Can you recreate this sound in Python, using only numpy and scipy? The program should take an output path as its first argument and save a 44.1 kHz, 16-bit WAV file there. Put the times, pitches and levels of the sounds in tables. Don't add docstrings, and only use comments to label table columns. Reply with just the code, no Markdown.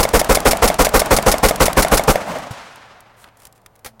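import sys
import numpy as np
from scipy import signal
from scipy.fft import rfft, irfft, next_fast_len
from scipy.io import wavfile

SR = 44100
rng = np.random.default_rng(int(sys.argv[2]) if len(sys.argv) > 2 else 0)


def inscribe(sig):
    pcm = np.round(np.clip(np.atleast_2d(sig).T, -1, 1) * 32767)
    wavfile.write(sys.argv[1], SR, pcm.astype(np.int16))


N = 176400
T = np.arange(SR // 4) / SR


def amp(db):
    return 10 ** (np.asarray(db) / 20)


def unit_rms(x):
    return x / np.sqrt(np.mean(x ** 2) + 1e-20)


def log_interp(points, hz):
    freqs_hz, values = np.transpose(points)
    return np.interp(np.log(hz + 1), np.log(freqs_hz + 1), values)


def noise(spectrum, size=len(T)):
    gain = amp(log_interp(spectrum, np.fft.rfftfreq(size, 1 / SR)))
    return unit_rms(irfft(rfft(rng.standard_normal(size)) * gain, size))


def chatter(spectrum, depth_db=2):
    lumps = noise([(1, -20), (60, 0), (250, 0), (700, -60)])
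    return unit_rms(noise(spectrum) * amp(depth_db * lumps))


def fade(t, t60_s):
    return np.exp(-np.log(1000) * np.maximum(t, 0) / t60_s)


def envelope(rise_s, hold_s, t60_s):
    return (1 - np.exp(-T / rise_s)) * fade(T - hold_s, t60_s)


def ring(modes):
    return sum(amp(db + rng.normal(0, 2)) * fade(T, t60_s) * np.sin(2 * np.pi * (hz * T + rng.random()))
               for hz, db, t60_s in modes)


def add(track, start_s, sound):
    i = round(start_s * SR)
    part = sound[max(-i, 0):max(N - i, 0)]
    track[max(i, 0):max(i, 0) + len(part)] += part


SHOT_TIMES_S = [-.35, -.19, -.0267, .1357, .2929, .4532, .622, .7895, .9392, 1.1074, 1.262, 1.4308, 1.6024,
                1.7693, 1.9162, 2.0778]
# freq_hz, density_db
BLAST_SPECTRUM = [(30, -8), (90, -10), (125, 2), (165, -11), (215, 2), (260, -5), (310, 0), (365, -6),
                  (420, 1), (525, 4), (660, -5), (800, 2), (930, -7), (1080, -4), (1400, -6), (1650, -18),
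                  (2030, -12), (2600, -20), (3500, -24), (5400, -22), (10000, -25), (16000, -31)]
# freq_hz, density_db
GAS_SPECTRUM = [(500, -20), (2000, -7), (5400, -1), (10000, 0), (16000, -6)]
# delay_s, half_width_s, pressure_fs
PRESSURE_SWINGS = [(.0015, .0015, -.35), (.007, .005, .3), (.017, .0028, -1.1), (.027, .006, .6),
                   (.045, .016, -.17)]


def muzzle_blasts(shared_power=.55, fall_db_per_s=830):
    out = np.zeros(N)
    shared_roar = np.sqrt(shared_power) * noise(BLAST_SPECTRUM)
    shape = envelope(.0042, .023, 60 / fall_db_per_s)
    swing = sum(pressure_fs * np.exp(-((T - delay_s) / half_width_s) ** 2)
                for delay_s, half_width_s, pressure_fs in PRESSURE_SWINGS)
    for start_s in SHOT_TIMES_S:
        roar = shared_roar + np.sqrt(1 - shared_power) * noise(BLAST_SPECTRUM)
        gas = amp(-12.5) * envelope(.014, .027, .09) * chatter(GAS_SPECTRUM)
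        add(out, start_s, shape * roar + gas + swing)
    return out


def slap_echoes(delay_s=.0792, body_hz=645, edge_hz=2150):
    out = np.zeros(N)
    body = amp(10.5) * envelope(.001, 0, .0105) * np.sin(2 * np.pi * body_hz * T)
    edge = amp(-5) * fade(T, .014) * np.sin(2 * np.pi * edge_hz * T)
    for start_s in SHOT_TIMES_S:
        crack = amp(-15) * fade(T, .012) * noise(GAS_SPECTRUM)
        scatter = amp(-17) * fade(T, .04) * noise(BLAST_SPECTRUM)
        add(out, start_s + delay_s, body + edge + crack + scatter)
    return out


# start_s, level_db
BOLT_SLAMS = [(.028, -11), (.192, -12), (.347, -10), (.509, -10), (.675, -11), (.846, -11), (.9925, -11),
              (1.164, -11), (1.314, -10), (1.484, -12), (1.655, -11), (1.821, -11), (1.971, -11)]
# freq_hz, density_db
ACTION_SPECTRUM = [(40, -2), (200, 2), (700, 5), (1300, 2), (2100, -1), (3200, -5), (4500, -1), (5400, 2),
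                   (6200, -3), (7000, -1), (8200, -4), (10000, 1), (11300, -5), (16000, -10)]
# pitch_hz, level_db, t60_s
BOLT_RING = [(5380, -9, .045), (6700, -14, .04), (10050, -10, .045), (11950, -10, .055)]


def hammer_and_bolt(hammer_lead_s=.005):
    out = np.zeros(N)
    for shot_s in SHOT_TIMES_S:
        add(out, shot_s - hammer_lead_s, amp(-24) * envelope(.003, .005, .02) * noise(ACTION_SPECTRUM))
    for start_s, level_db in BOLT_SLAMS:
        rattle = envelope(.0015, .01, .042) * chatter(ACTION_SPECTRUM)
        ringing = envelope(.002, .012, .3) * ring(BOLT_RING)
        add(out, start_s, amp(level_db) * (rattle + ringing + mount_jolt()))
    return out


# start_s, level_db
RESET_CLICKS = [(.089, -20), (.2445, -20), (.4027, -20), (.5698, -20), (.742, -21), (.8904, -20),
                (1.0588, -21), (1.2252, -21), (1.3818, -20), (1.5587, -20), (1.730, -20), (1.8823, -20),
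                (2.0366, -21), (2.3855, -35)]
# freq_hz, density_db
RESET_SPECTRUM = [(100, 2), (1000, 1), (2500, -4), (5000, -1), (7000, -1), (10000, 0), (16000, -9)]


def trigger_resets():
    out = np.zeros(N)
    for start_s, level_db in RESET_CLICKS:
        click = envelope(.0004, .0025, .012) * noise(RESET_SPECTRUM)
        add(out, start_s, amp(level_db) * (click + mount_jolt()))
    return out


def mount_jolt(sway_hz=42):
    return amp(-5) * envelope(.002, 0, .12) * np.sin(2 * np.pi * sway_hz * T)


# delay_s, rise_s, level_db, t60_mid_s, t60_top_s
ECHO_PATHS = [(.07, .005, -22, .5, .36), (.175, .035, -19.5, .8, .55), (.43, .003, -38, 2.9, 1.3)]
# freq_hz, density_db
NEAR_SPECTRUM = [(30, -15), (100, -10), (190, -2), (260, -4), (360, -10), (520, -2), (660, 2), (900, -3),
                 (1400, -9), (2200, -15), (4000, -23), (8000, -24), (16000, -35)]
# freq_hz, density_db
FAR_SPECTRUM = [(30, -15), (150, -8), (350, -11), (750, 0), (1500, -1), (3000, -7), (6000, -13),
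                (10000, -21), (16000, -36)]


def forest_echoes(roll_db=1.5):
    out = np.zeros(N)
    spectra = [NEAR_SPECTRUM, NEAR_SPECTRUM, FAR_SPECTRUM]
    for (delay_s, rise_s, level_db, t60_mid_s, t60_top_s), spectrum in zip(ECHO_PATHS, spectra):
        hz, t, bins = signal.stft(noise(spectrum, size=N), SR, nperseg=256)
        t60_s = log_interp([(700, t60_mid_s), (10000, t60_top_s)], hz)[:, None]
        ages_s = [np.maximum(t - shot_s - delay_s, 0) for shot_s in SHOT_TIMES_S]
        power = sum(((1 - np.exp(-age_s / rise_s)) * fade(age_s, t60_s)) ** 2 for age_s in ages_s)
        out += amp(level_db) * signal.istft(bins * np.sqrt(power), SR, nperseg=256)[1][:N]
    roll = noise([(1, 0), (30, 0), (90, -80)], size=N)
    return out * amp(roll_db * roll)


def thump(start_s=2.507, pitch_hz=115):
    out = np.zeros(N)
    body = envelope(.003, 0, .06) * (np.sin(2 * np.pi * pitch_hz * T) + .35 * noise(NEAR_SPECTRUM))
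    edge = envelope(.002, .008, .12) * noise(ACTION_SPECTRUM)
    add(out, start_s, amp(-15) * body + amp(-40) * edge)
    return out


# start_s, level_db
CLACK_BLOWS = [(3.8465, -31), (3.8595, -27.5)]
# freq_hz, density_db
CLACK_SPECTRUM = [(25, 0), (45, -2), (190, -18), (490, -1), (800, 0), (1090, -7), (1760, -6), (2320, -4),
                  (2700, -11), (4460, -10), (6820, -13), (11800, -11), (16000, -18)]
# pitch_hz, level_db, t60_s
CLACK_RING = [(500, -15, .07), (2315, -13, .06), (4613, -17, .07), (5975, -17, .06), (7639, -14, .06),
              (9690, -14, .05), (11840, -12, .06), (13930, -15, .05)]


def double_clack(spring_hz=222):
    out = np.zeros(N)
    for start_s, level_db in CLACK_BLOWS:
        impact = envelope(.0004, .002, .08) * noise(CLACK_SPECTRUM)
        add(out, start_s, amp(level_db) * (impact + ring(CLACK_RING)))
    spring = amp(-51) * fade(T, 1.5) * np.sin(2 * np.pi * spring_hz * T)
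    add(out, CLACK_BLOWS[-1][0], spring)
    return out


# start_s, level_db, body_gain_db
SMALL_CLICKS = [(2.758, -44, -10), (3.005, -43, -25), (3.2414, -50, 15), (3.275, -62, 14),
                (3.2868, -60, 15), (3.3706, -47, -8), (3.3995, -46, -4), (3.419, -48, -4), (3.433, -49, -4),
                (3.452, -34, -10), (3.469, -40, -7), (3.5252, -46, -8), (3.5776, -55, -3), (3.616, -58, -6),
                (3.661, -40, 3), (3.7547, -53, -3), (3.76, -52, -1), (3.7921, -51, -6), (3.996, -46, 9)]
# freq_hz, density_db
CLICK_TOP_SPECTRUM = [(300, -20), (3000, -10), (5000, -3), (8000, -3), (11000, 0), (16000, -8)]
# freq_hz, density_db
CLICK_BODY_SPECTRUM = [(40, 0), (300, -10), (800, -7), (1300, 0), (3500, -3), (6000, -15), (16000, -35)]
# pitch_hz, level_db, t60_s
CLICK_RING = [(1250, -9, .025), (2400, -13, .02)]


def small_clicks():
    out = np.zeros(N)
    for start_s, level_db, body_gain_db in SMALL_CLICKS:
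        top = envelope(.0003, .002, .018) * noise(CLICK_TOP_SPECTRUM)
        body = .8 * envelope(.0003, .001, .025) * noise(CLICK_BODY_SPECTRUM) + ring(CLICK_RING)
        add(out, start_s, amp(level_db) * (top + amp(body_gain_db) * body + amp(-11) * mount_jolt()))
    return out


# start_s, rise_s, hold_s, hiss_db, scuff_db
RUB_STROKES = [(3.16, .03, .075, -51, -58), (3.23, .008, .05, -64, -50), (3.37, .03, .1, -54, -53),
               (3.548, .005, .02, -58, -62)]
# freq_hz, density_db
HISS_SPECTRUM = [(300, -10), (2500, -1), (5000, -4), (9000, 0), (16000, -8)]
# freq_hz, density_db
SCUFF_SPECTRUM = [(40, 0), (300, -5), (700, 2), (1500, -4), (3000, -16), (16000, -45)]


def gear_rubs():
    out = np.zeros(N)
    for start_s, rise_s, hold_s, hiss_db, scuff_db in RUB_STROKES:
        friction = amp(hiss_db) * chatter(HISS_SPECTRUM) + amp(scuff_db) * noise(SCUFF_SPECTRUM)
        add(out, start_s, envelope(rise_s, hold_s, .08) * friction)
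    return out


# freq_hz, density_db
AIR_SPECTRUM = [(25, 3), (195, 0), (309, -8), (516, -2), (840, -2), (1500, -13), (2550, -23), (6740, -29),
                (12200, -30), (16000, -35)]


def open_air(hum_hz=114, waver_hz=4):
    drift_cycles = waver_hz * np.cumsum(noise([(1, 0), (8, 0), (30, -60)], size=N)) / SR
    hum = np.sin(2 * np.pi * (hum_hz * np.arange(N) / SR + drift_cycles))
    return amp(-55.5) * noise(AIR_SPECTRUM, size=N) + amp(-59) * hum


def scene():
    firing = muzzle_blasts() + slap_echoes() + hammer_and_bolt() + trigger_resets() + forest_echoes()
    after_firing = thump() + double_clack() + small_clicks() + gear_rubs()
    return (firing + after_firing + open_air())[None]


def record(dry, ceiling_fs=.505, hardness=6, low_cut_hz=21, top_hz=15900):
    flattened = dry / (1 + np.abs(dry / ceiling_fs) ** hardness) ** (1 / hardness)
    sagged = signal.lfilter(*signal.butter(1, low_cut_hz, "high", fs=SR), flattened)
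    size = next_fast_len(N + SR // 2)
    passband = np.fft.rfftfreq(size, 1 / SR) < top_hz
    return irfft(rfft(sagged, size) * passband, size)[..., :N]


dry = scene()
out = record(dry)
inscribe(out)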